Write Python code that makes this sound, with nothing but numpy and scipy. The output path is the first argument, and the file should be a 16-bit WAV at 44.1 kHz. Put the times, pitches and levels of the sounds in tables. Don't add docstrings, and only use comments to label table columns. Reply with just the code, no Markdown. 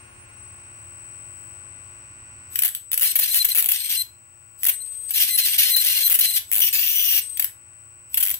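import sys
import numpy as np
from scipy import signal
from scipy.fft import rfft, irfft, next_fast_len
from scipy.io import wavfile
from scipy.ndimage import uniform_filter1d

SR = 44100
rng = np.random.default_rng(int(sys.argv[2]) if len(sys.argv) > 2 else 0)


def dump(signal):
    limited = np.clip(np.atleast_2d(signal).T, -1, 1)
    pcm = np.round(limited * 32767).astype(np.int16)
    wavfile.write(sys.argv[1], SR, pcm)


N = 369999
TIME = np.arange(N) / SR
ARC_EDGE_S = 0.005

# start/s, end/s, whine f/Hz, sizzle level/dB
ARCS = [(3.039, 3.123, 8236, -19.5), (3.205, 3.27, 8290, -22), (3.274, 3.432, 8180, -21),
        (3.482, 3.533, 8230, -21), (3.726, 3.885, 8338, -26.5), (3.886, 4.025, 8280, -23),
        (4.703, 5.101, 8204, -48.5), (5.136, 5.369, 8273, -18.5), (5.372, 5.569, 8349, -18),
        (5.575, 5.754, 8341, -18.5), (5.764, 6.08, 8300, -19), (6.205, 6.384, 8266, -18.5),
        (6.685, 6.731, 8295, -42), (7.204, 7.38, 8224, -46.5)]
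# t/s, restrike f/Hz, level/dB, unevenness/periods
SQUEALS = [
    [(6.613, 3083, -16, 0.072), (6.63, 2960, -17, 0.038), (6.66, 2900, -18.5, 0.083),
     (6.691, 2550, -19, 0.23)],
    [(6.728, 2590, -17, 0.28), (6.8, 2771, -21, 0.19), (6.9, 2888, -21.5, 0.12), (7.0, 3014, -20, 0.049),
     (7.07, 2897, -20, 0.081), (7.15, 2880, -17, 0.12), (7.198, 2738, -20, 0.2)],
]
# f/Hz, t60/s
ROOM_DECAY = [(300, .4), (3000, 0.22), (8000, 0.27), (15000, 0.14)]


def whine(phase, db, lean_db, load, flutter_db=2.5, gain_db=-4):
    core = amp(db + gain_db + flutter_db * load * wander(rate_hz=105)) * pair(phase, lean_db, lead=0.77)
    thin_gain = amp(-68 + 3 * wander(rate_hz=3))
    thin_phase = 2 * np.pi * np.cumsum(15635 + 8 * wander(rate_hz=5)) / SR
    return core + thin_gain * pair(thin_phase, lean_db=-2.5, lead=0.5)


def oscillator(bursts, settled, idle_hz=8042, cold_hz=74.7, warm_up_s=0.65):
    # t/s, level/dB, left-right/dB
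    standing_waves = [(0, -46, 9), (0.1, -53, 16), (0.2, -43, -3), (0.28, -51, 15), (0.42, -41, 11),
                      (0.58, -41.5, 3.5), (1.14, -38.5, 9.5), (1.75, -41.5, 12.5), (2.12, -41, 3),
                      (2.36, -40.5, 2), (2.8, -42.5, 10), (4.2, -47.5, 6), (4.44, -48.5, 13),
                      (7.55, -46, 7.5), (7.8, -44, 9), (8.1, -43.5, 0)]

    def toward(state, share, hz, db, lean_db):
        return [now + np.clip(share, 0, 1) * (new - now) for now, new in zip(state, (hz, db, lean_db))]

    state = [idle_hz + cold_hz * np.exp(-TIME / warm_up_s), *follow(standing_waves, TIME)]
    state = toward(state, nearness(bursts, reach_s=0.054), hz=7970, db=-38.5, lean_db=7.5)
    for start, end, hz, _ in ARCS:
        state = toward(state, gate(start, end, ARC_EDGE_S), hz, db=-32, lean_db=12)
    hz, db, lean_db = toward(state, settled, hz=8146, db=-27.5, lean_db=12)
    squealing = sum(gate(rows[0][0], rows[-1][0], ARC_EDGE_S) for rows in SQUEALS)
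    db = db + squealing * (-58 - db)
    return lag(hz, s=0.009), lag(db, s=0.0095), lag(lean_db, s=0.0095)


def burning(flare_db=4, flare_s=0.03, sputter_db=1.74):
    held = sum(amp(db + flare_db * np.exp(-abs(TIME - start) / flare_s)) * gate(start, end, ARC_EDGE_S)
               for start, end, _, db in ARCS)
    return held * amp(sputter_db * wander(rate_hz=16))


def sizzle(phase, strength, settled, flicker_db=2, surge_db=1.84, calm_db=8, spit_share=0.014, spit_db=13):
    # f/Hz, level/dB
    spectrum = [(250, -38.5), (700, -32), (1250, -29.5), (1650, -12.5), (2800, -3), (3900, -3.5),
                (4500, -6), (6000, -7), (7600, -13), (9200, -22.5), (10200, 2), (12500, 1.5), (14400, 4.5),
                (15800, -22.5)]
    ignitions = np.flatnonzero(np.diff(np.floor(phase / (2 * np.pi))))
    count = len(ignitions)
    size, late = rng.standard_normal((2, N))[:, :count]
    spits = rng.random(N)[:count] < spit_share
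    size = unit(np.where(spits, np.sign(size) * amp(spit_db), size)) * np.sqrt(N / count)
    restless = flicker_db * wander(rate_hz=460) + surge_db * wander(rate_hz=34)
    envelope = strength * amp(-3.5 + restless - calm_db * settled)
    size = np.tanh(size * envelope[ignitions])
    return colour(clicks(ignitions / SR + 1e-5 * late, size), spectrum)


def lengthen(hiss, whine_hz, body_db_per_hz=0.0325, plain_hz=8240, body_hz=6500):
    body = signal.sosfiltfilt(signal.butter(2, body_hz, fs=SR, output="sos"), hiss)
    return hiss + body * (amp(body_db_per_hz * (whine_hz - plain_hz)) - 1)


def settling(edge_s=0.0042, swell_db=5, full_db=-27.5):
    # start/s, end/s, lower octave level/dB
    locks = [(3.089, 3.113, -31), (3.228, 3.241, -30.5), (3.31, 3.33, -22.5), (3.397, 3.424, -25.5),
             (3.51, 3.525, -22), (3.785, 3.86, -39), (3.966, 4.025, -27), (4.733, 4.747, -35.5),
             (4.802, 4.829, -45), (5.293, 5.365, -25), (5.404, 5.456, -29.5), (5.488, 5.522, -30),
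             (5.704, 5.758, -21.5), (5.77, 5.811, -29), (6.027, 6.076, -22.5), (6.256, 6.307, -23.5),
             (6.318, 6.359, -28)]
    settled, gain = np.zeros((2, N))
    for start, end, db in locks:
        at = (TIME > start) & (TIME < end)
        progress = (TIME[at] - start) / (end - start)
        held = gate(start, end, edge_s)[at]
        settled[at] = min(amp(db - full_db), 1) * held
        gain[at] = amp(db + swell_db * (progress - 1 / 2)) * held
    return settled, gain


def undertone(phase, gain, shake_db=5, sputter_db=5, firm_db=-25):
    # multiple of the whine, level/dB
    partials = [(1 / 4, -23), (1 / 2, 0), (3 / 4, -20), (5 / 4, -10), (3 / 2, -1), (7 / 4, -8)]
    loose = np.clip(1 - gain / amp(firm_db), 0, 1)
    sputter = amp(sputter_db * loose * np.minimum(wander(rate_hz=150), 1))
    tones = sum(amp(db + shake_db * wander(rate_hz=12.7)) * pair(k * phase, lean_db=6, lead=1.33)
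                for k, db in partials)
    return amp(-2.5) * gain * sputter * tones


def spark_bursts(snap_s=0.001, jitter_s=0.0008, spread_db=1):
    # t/s, length/s, level/dB
    lone_bursts = [(2.5572, 0.002, -14.5), (2.589, 0.0045, -14.5), (2.6206, 0.0051, -15),
                   (2.635, 0.001, -7.5), (2.647, 0.016, -17.5), (2.7496, 0.00046, -14),
                   (2.9167, 0.0007, -13.5), (2.93, 0.0041, -17), (2.942, 0.00056, -10),
                   (2.976, 0.0034, -14), (2.996, 0.00071, -15), (3.039, 0.025, -20.5), (3.155, 0.013, -15),
                   (3.1885, 0.013, -15.5), (3.229, 0.009, -21), (3.3447, 0.00082, -10),
                   (3.3542, 0.02, -18.5), (3.4456, 0.01022, -14), (3.4864, 0.005, -25),
                   (3.5744, 0.0011, -11), (3.5789, 0.029, -16), (3.625, 0.00071, -10.5),
                   (3.643, 0.0016, -14.5), (3.6597, 0.00074, -9), (3.6874, 0.0048, -13.5),
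                   (3.7174, 0.0061, -13.5), (4.6645, 0.0082, -14.5), (4.6845, 0.018, -15),
                   (5.106, 0.0074, -23.5), (5.382, 0.013, -21), (5.698, 0.006, -22), (5.761, 0.0097, -15),
                   (5.845, 0.0099, -20.5), (6.0763, 0.0044, -16.5), (6.141, 0.018, -15),
                   (6.189, 0.01268, -15), (6.21, 0.0013, -17), (6.602, 0.0065, -14.5),
                   (7.372, 0.00204, -24.5), (7.395, 0.0065, -14), (7.424, 0.0024, -18),
                   (7.444, 0.0015, -12.5), (8.1432, 0.0018, -13.5), (8.1725, 0.01, -15),
                   (8.203, 0.0098, -18), (8.2264, 0.014, -16), (8.342, 0.00087, -17)]
    # start/s, end/s, snap rate/Hz, level/dB
    volleys = [(2.668, 2.694, 94, -19.5), (3.011, 3.038, 227, -13.5), (3.549, 3.567, 170, -13.5),
               (3.697, 3.715, 170, -17), (4.633, 4.658, 112, -13.5), (6.099, 6.128, 175, -10),
               (6.516, 6.595, 105, -12.5), (8.2527, 8.322, 99, -15)]
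    bursts = list(lone_bursts)
    for start, end, rate, db in volleys:
        chance = rng.standard_normal((64, 2))
        for s, (late, size) in zip(np.arange(start, end, 1 / rate), chance):
            bursts.append((s + jitter_s * late * (s > start), snap_s, db + spread_db * size))
    return bursts


def sparks(bursts, strikes_hz=4500, spread_db=3, fade_db=2):
    # f/Hz, level/dB
    spectrum = [(150, -28.5), (400, -33), (650, -20), (1100, -24.5), (1700, -10.5), (3000, -4.5),
                (5000, -15), (7000, -12), (9000, -11.5), (10500, 3.5), (13000, 3.5), (14800, 6),
                (16000, -8.5)]
    times, sizes = [], []
    for s, length, db in bursts:
        late, chance = rng.random(1024), rng.standard_normal(1024)
        k = np.arange(max(3, round(length * strikes_hz)))
        size = amp(spread_db * chance[k] - fade_db * k / len(k))
        polarity = rng.choice([-1, 1], size=1024)[k]
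        times.append(s + (k + late[k]) * length / len(k))
        sizes.append(amp(db) * polarity * size / np.linalg.norm(size) * np.sqrt((length + 0.00072) * SR))
    limited = 2 * np.tanh(np.concatenate(sizes) / 2)
    return colour(clicks(np.concatenate(times), limited), spectrum)


def squeal(flicker_db=2.5, spread_db=3, drift_share=0.33, scatter_share=0.38, rasp_db=-4):
    # f/Hz, level/dB
    spectrum = [(250, -18.5), (1250, -23), (1700, -13.5), (2600, -11), (3200, -9.5), (4400, -5.5),
                (5900, -7), (7800, -12.5), (9500, -14.5), (11300, -2), (13500, -1), (14800, 3.5),
                (15800, -16)]
    train = np.zeros(N)
    for rows in SQUEALS:
        t = np.arange(rows[0][0], rows[-1][0], 1 / SR)
        slip, late, size = rng.standard_normal((3, SR))
        cycles = np.cumsum(follow(rows, t)[0]) / SR
        k = np.arange(int(cycles[-1]))
        hz, db, uneven = follow(rows, np.interp(k, cycles, t))
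        delay = drift_share * np.cumsum(uneven * slip[k]) + scatter_share * uneven * late[k]
        times = np.interp(k + delay, cycles, t)
        inside = (times > t[0]) & (times < t[-1])
        train += clicks(times, amp(db + spread_db * size[k]) * np.sqrt(SR / hz) * inside)
    low = signal.sosfilt(signal.butter(2, [1500, 4600], "band", fs=SR, output="sos"), train)
    high = signal.sosfilt(signal.butter(2, 4200, "high", fs=SR, output="sos"), train)
    rough = high + low * (1 + amp(rasp_db) * np.sqrt(2) * wander(rate_hz=610))
    return colour(rough * amp(-2 + flicker_db * wander(rate_hz=1240)), spectrum)


def corona(bursts, rise_s=0.06, linger_s=0.022, linger_db=-30):
    # breakdown t/s, level/dB
    approaches = [(2.556, -33), (4.632, -36.5), (5.135, -29.5), (6.515, -40.5), (8.143, -41)]
    growing = sum(amp(db) * np.clip(1 + (TIME - s) / rise_s, 0, 1) * (TIME < s) for s, db in approaches)
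    times = np.sort([-1] + [s for s, _, _ in bursts])
    since_spark = TIME - times[np.searchsorted(times, TIME) - 1]
    return growing + amp(linger_db) * np.exp(-since_spark / linger_s)


def at_microphones(x, lead_s=0.0001274, table_db=-2, table_t60=0.035, room_db=-6):
    # f/Hz, left-right/dB
    balance = [(300, -1), (1000, -5.5), (2000, 2.5), (4000, 1), (8000, 3), (10800, -1), (12500, 4.5),
               (15000, 16)]
    size = next_fast_len(N + SR // 2)
    hz = np.fft.rfftfreq(size, 1 / SR)
    lean = amp(np.array([[1], [-1]]) * read(balance, hz) / 2)
    lean = lean / np.sqrt(np.mean(lean ** 2, axis=0))
    direct = np.array([np.ones(len(hz)), np.exp(-2j * np.pi * hz * lead_s)])
    places = np.array([wander(rate_hz=17.5) for _ in range(3)])
    places = places / np.linalg.norm(places, axis=0)
    near = sum(signal.oaconvolve((x * share)[None], reflections(0.0003, [(1, table_t60)]), axes=1)[:, :N]
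               for share in places)
    room = amp(room_db) * rfft(reflections(0.007, ROOM_DECAY), size)
    direct_and_room = rfft(x, size) * (lean * direct + np.sqrt(lean) * room)
    return irfft(direct_and_room + amp(table_db) * lean * rfft(near, size), size)[:, :N]


def reflections(start_s, t60):
    hz, t, bands = signal.stft(rng.standard_normal((2, SR // 2)), SR, nperseg=128)
    tail = signal.istft(bands * amp(-60 * t / read(t60, hz)[:, None]), SR, nperseg=128)[1]
    tail = np.pad(tail, ((0, 0), (int(start_s * SR), 0)))
    return tail / np.linalg.norm(tail, axis=1, keepdims=True)


def fan(air, shaft_hz=87.34, blades=4, chop=0.25, air_db=-52):
    # multiple of the shaft speed, level/dB
    orders = [(1, -61.5), (10, -72), (16, -74.5), (20, -76), (24, -75), (25, -72), (27, -76.5), (28, -67),
              (30, -66.5), (32, -68.5), (35, -75.5), (50, -80.5)]
    shaft = 2 * np.pi * np.cumsum(shaft_hz * (1 + 0.0003 * wander(rate_hz=3.8))) / SR
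    rush = signal.sosfilt(signal.butter(2, 600, "high", fs=SR, output="sos"), air)
    tones = sum(amp(db) * pair(k * shaft + 2 * np.pi * rng.random(), lean_db=0, lead=-min(k / 25, 1))
                for k, db in orders)
    return amp(air_db) * (air + chop * rush * np.cos(blades * shaft)) + tones


def room_air():
    # f/Hz, level/dB
    spectrum = [(20, -20.5), (45, 2.5), (85, 8.5), (120, 0.5), (160, -11.5), (290, -4.5), (450, -13),
                (1000, -13.5), (2500, -4), (3300, -17), (7500, -21), (9000, -55.5), (12000, -30),
                (14500, -58)]
    # f/Hz, width/Hz, level/dB
    resonances = [(610, 240, 7.5), (1074, 197, 13), (1462, 130, 10.5), (1980, 99, 5.5), (4240, 1500, -1.5),
                  (5680, 170, 11)]
    # f/Hz, correlation
    likeness = [(60, 1), (150, 0.88), (380, 0.048), (950, 0.012), (2380, -0.87), (5980, 0.26),
                (15000, 0.77)]
    size = next_fast_len(N)
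    hz = np.fft.rfftfreq(size, 1 / SR)
    left, other = rfft(rng.standard_normal((2, size)))
    same = read(likeness, hz)
    right = same * left + np.sqrt(1 - same ** 2) * other
    peaks_db = sum(db / (1 + (2 * (hz - f) / width) ** 2) for f, width, db in resonances)
    return unit(irfft(np.array([left, right]) * amp(read(spectrum, hz) + peaks_db), size)[:, :N])


def hum():
    # f/Hz, level/dB
    tones = [(104.4, -63), (120, -60.5), (157, -73), (240, -74), (354, -77.5), (358.6, -69)]
    return sum(amp(db) * np.sqrt(2) * np.sin(2 * np.pi * f * TIME + 0.5 * wander(rate_hz=2.3))
               for f, db in tones)


def room_tone():
    # t/s, level/dB
    levels = [(0, 1.5), (2.54, 0.5), (2.62, -8), (4.3, -6.5), (8.39, -5.5)]
    return amp(follow(levels, TIME)[0]) * (fan(room_air()) + hum())


def amp(db):
    return 10 ** (np.asarray(db) / 20)


def unit(x):
    return x / np.sqrt(np.mean(x ** 2) + 1e-20)


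def read(points, hz):
    f, value = np.transpose(points)
    return np.interp(np.log(hz + 1), np.log(f + 1), value)


def follow(rows, t):
    s, *columns = np.transpose(rows)
    return [np.interp(t, s, column) for column in columns]


def wander(rate_hz):
    size = next_fast_len(N)
    hz = np.fft.rfftfreq(size, 1 / SR)
    return unit(irfft(rfft(rng.standard_normal(size)) / (1 + (hz / rate_hz) ** 4), size)[:N])


def clicks(s, size):
    at = np.asarray(s)[:, None] * SR
    taps = np.floor(at).astype(int) + np.arange(-5, 7)
    shape = np.sinc(taps - at) * np.cos(np.pi * (taps - at) / 12) ** 2
    return np.bincount(np.clip(taps, 0, N - 1).ravel(), (shape * size[:, None]).ravel(), N)


def colour(x, points, size=2048):
    log_gain = np.log(amp(read(points, abs(np.fft.fftfreq(size, 1 / SR)))))
    taps = np.fft.ifft(np.exp(np.conj(signal.hilbert(log_gain)))).real
    return signal.oaconvolve(x, taps / np.linalg.norm(taps))[:N]


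def pair(phase, lean_db, lead):
    left = amp(lean_db / 2) * np.sin(phase + lead / 2)
    right = amp(-lean_db / 2) * np.sin(phase - lead / 2)
    return np.sqrt(2) * np.array([left, right])


def gate(start, end, edge_s):
    return np.clip(np.minimum(TIME - start, end - TIME) / edge_s, 0, 1)


def lag(x, s):
    pole = np.exp(-1 / (s * SR))
    return x[0] + signal.lfilter([1 - pole], [1, -pole], x - x[0])


def nearness(bursts, reach_s):
    t = TIME[::64]
    away_s = abs(t[:, None] - np.array(bursts)[:, 0]).min(axis=1)
    return np.exp(-(np.interp(TIME, t, away_s) / reach_s) ** 2)


def scene(shake_hz=22, sway_hz=24, ring_db=-14, stray_db=-22, stray_swing_db=4):
    bursts = spark_bursts()
    settled, octave_gain = settling()
    arc = burning()
    hz, db, lean_db = oscillator(bursts, settled)
    strength = arc + corona(bursts)
    load = np.clip(uniform_filter1d(strength, size=400) / amp(-44), 0, 1)
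    wobble_hz = load * (shake_hz * wander(rate_hz=110) + sway_hz * wander(rate_hz=14))
    phase = 2 * np.pi * np.cumsum(hz + wobble_hz) / SR
    stray_gain = arc * amp(stray_db + stray_swing_db * np.minimum(wander(rate_hz=26), 1))
    octave = undertone(phase, np.maximum(octave_gain, stray_gain))
    room_ring = amp(ring_db) * signal.oaconvolve(octave, reflections(0.007, ROOM_DECAY), axes=1)[:, :N]
    discharge = lengthen(sizzle(phase, strength, settled), hz) + squeal() + sparks(bursts)
    return whine(phase, db, lean_db, load) + octave + room_ring + at_microphones(discharge) + room_tone()


def record(dry):
    lowpass = signal.firwin(255, 16000, window=("kaiser", 8), fs=SR)
    return signal.oaconvolve(np.clip(dry, -1, 1), lowpass[None], "same")


dry = scene()
out = record(dry)
dump(out)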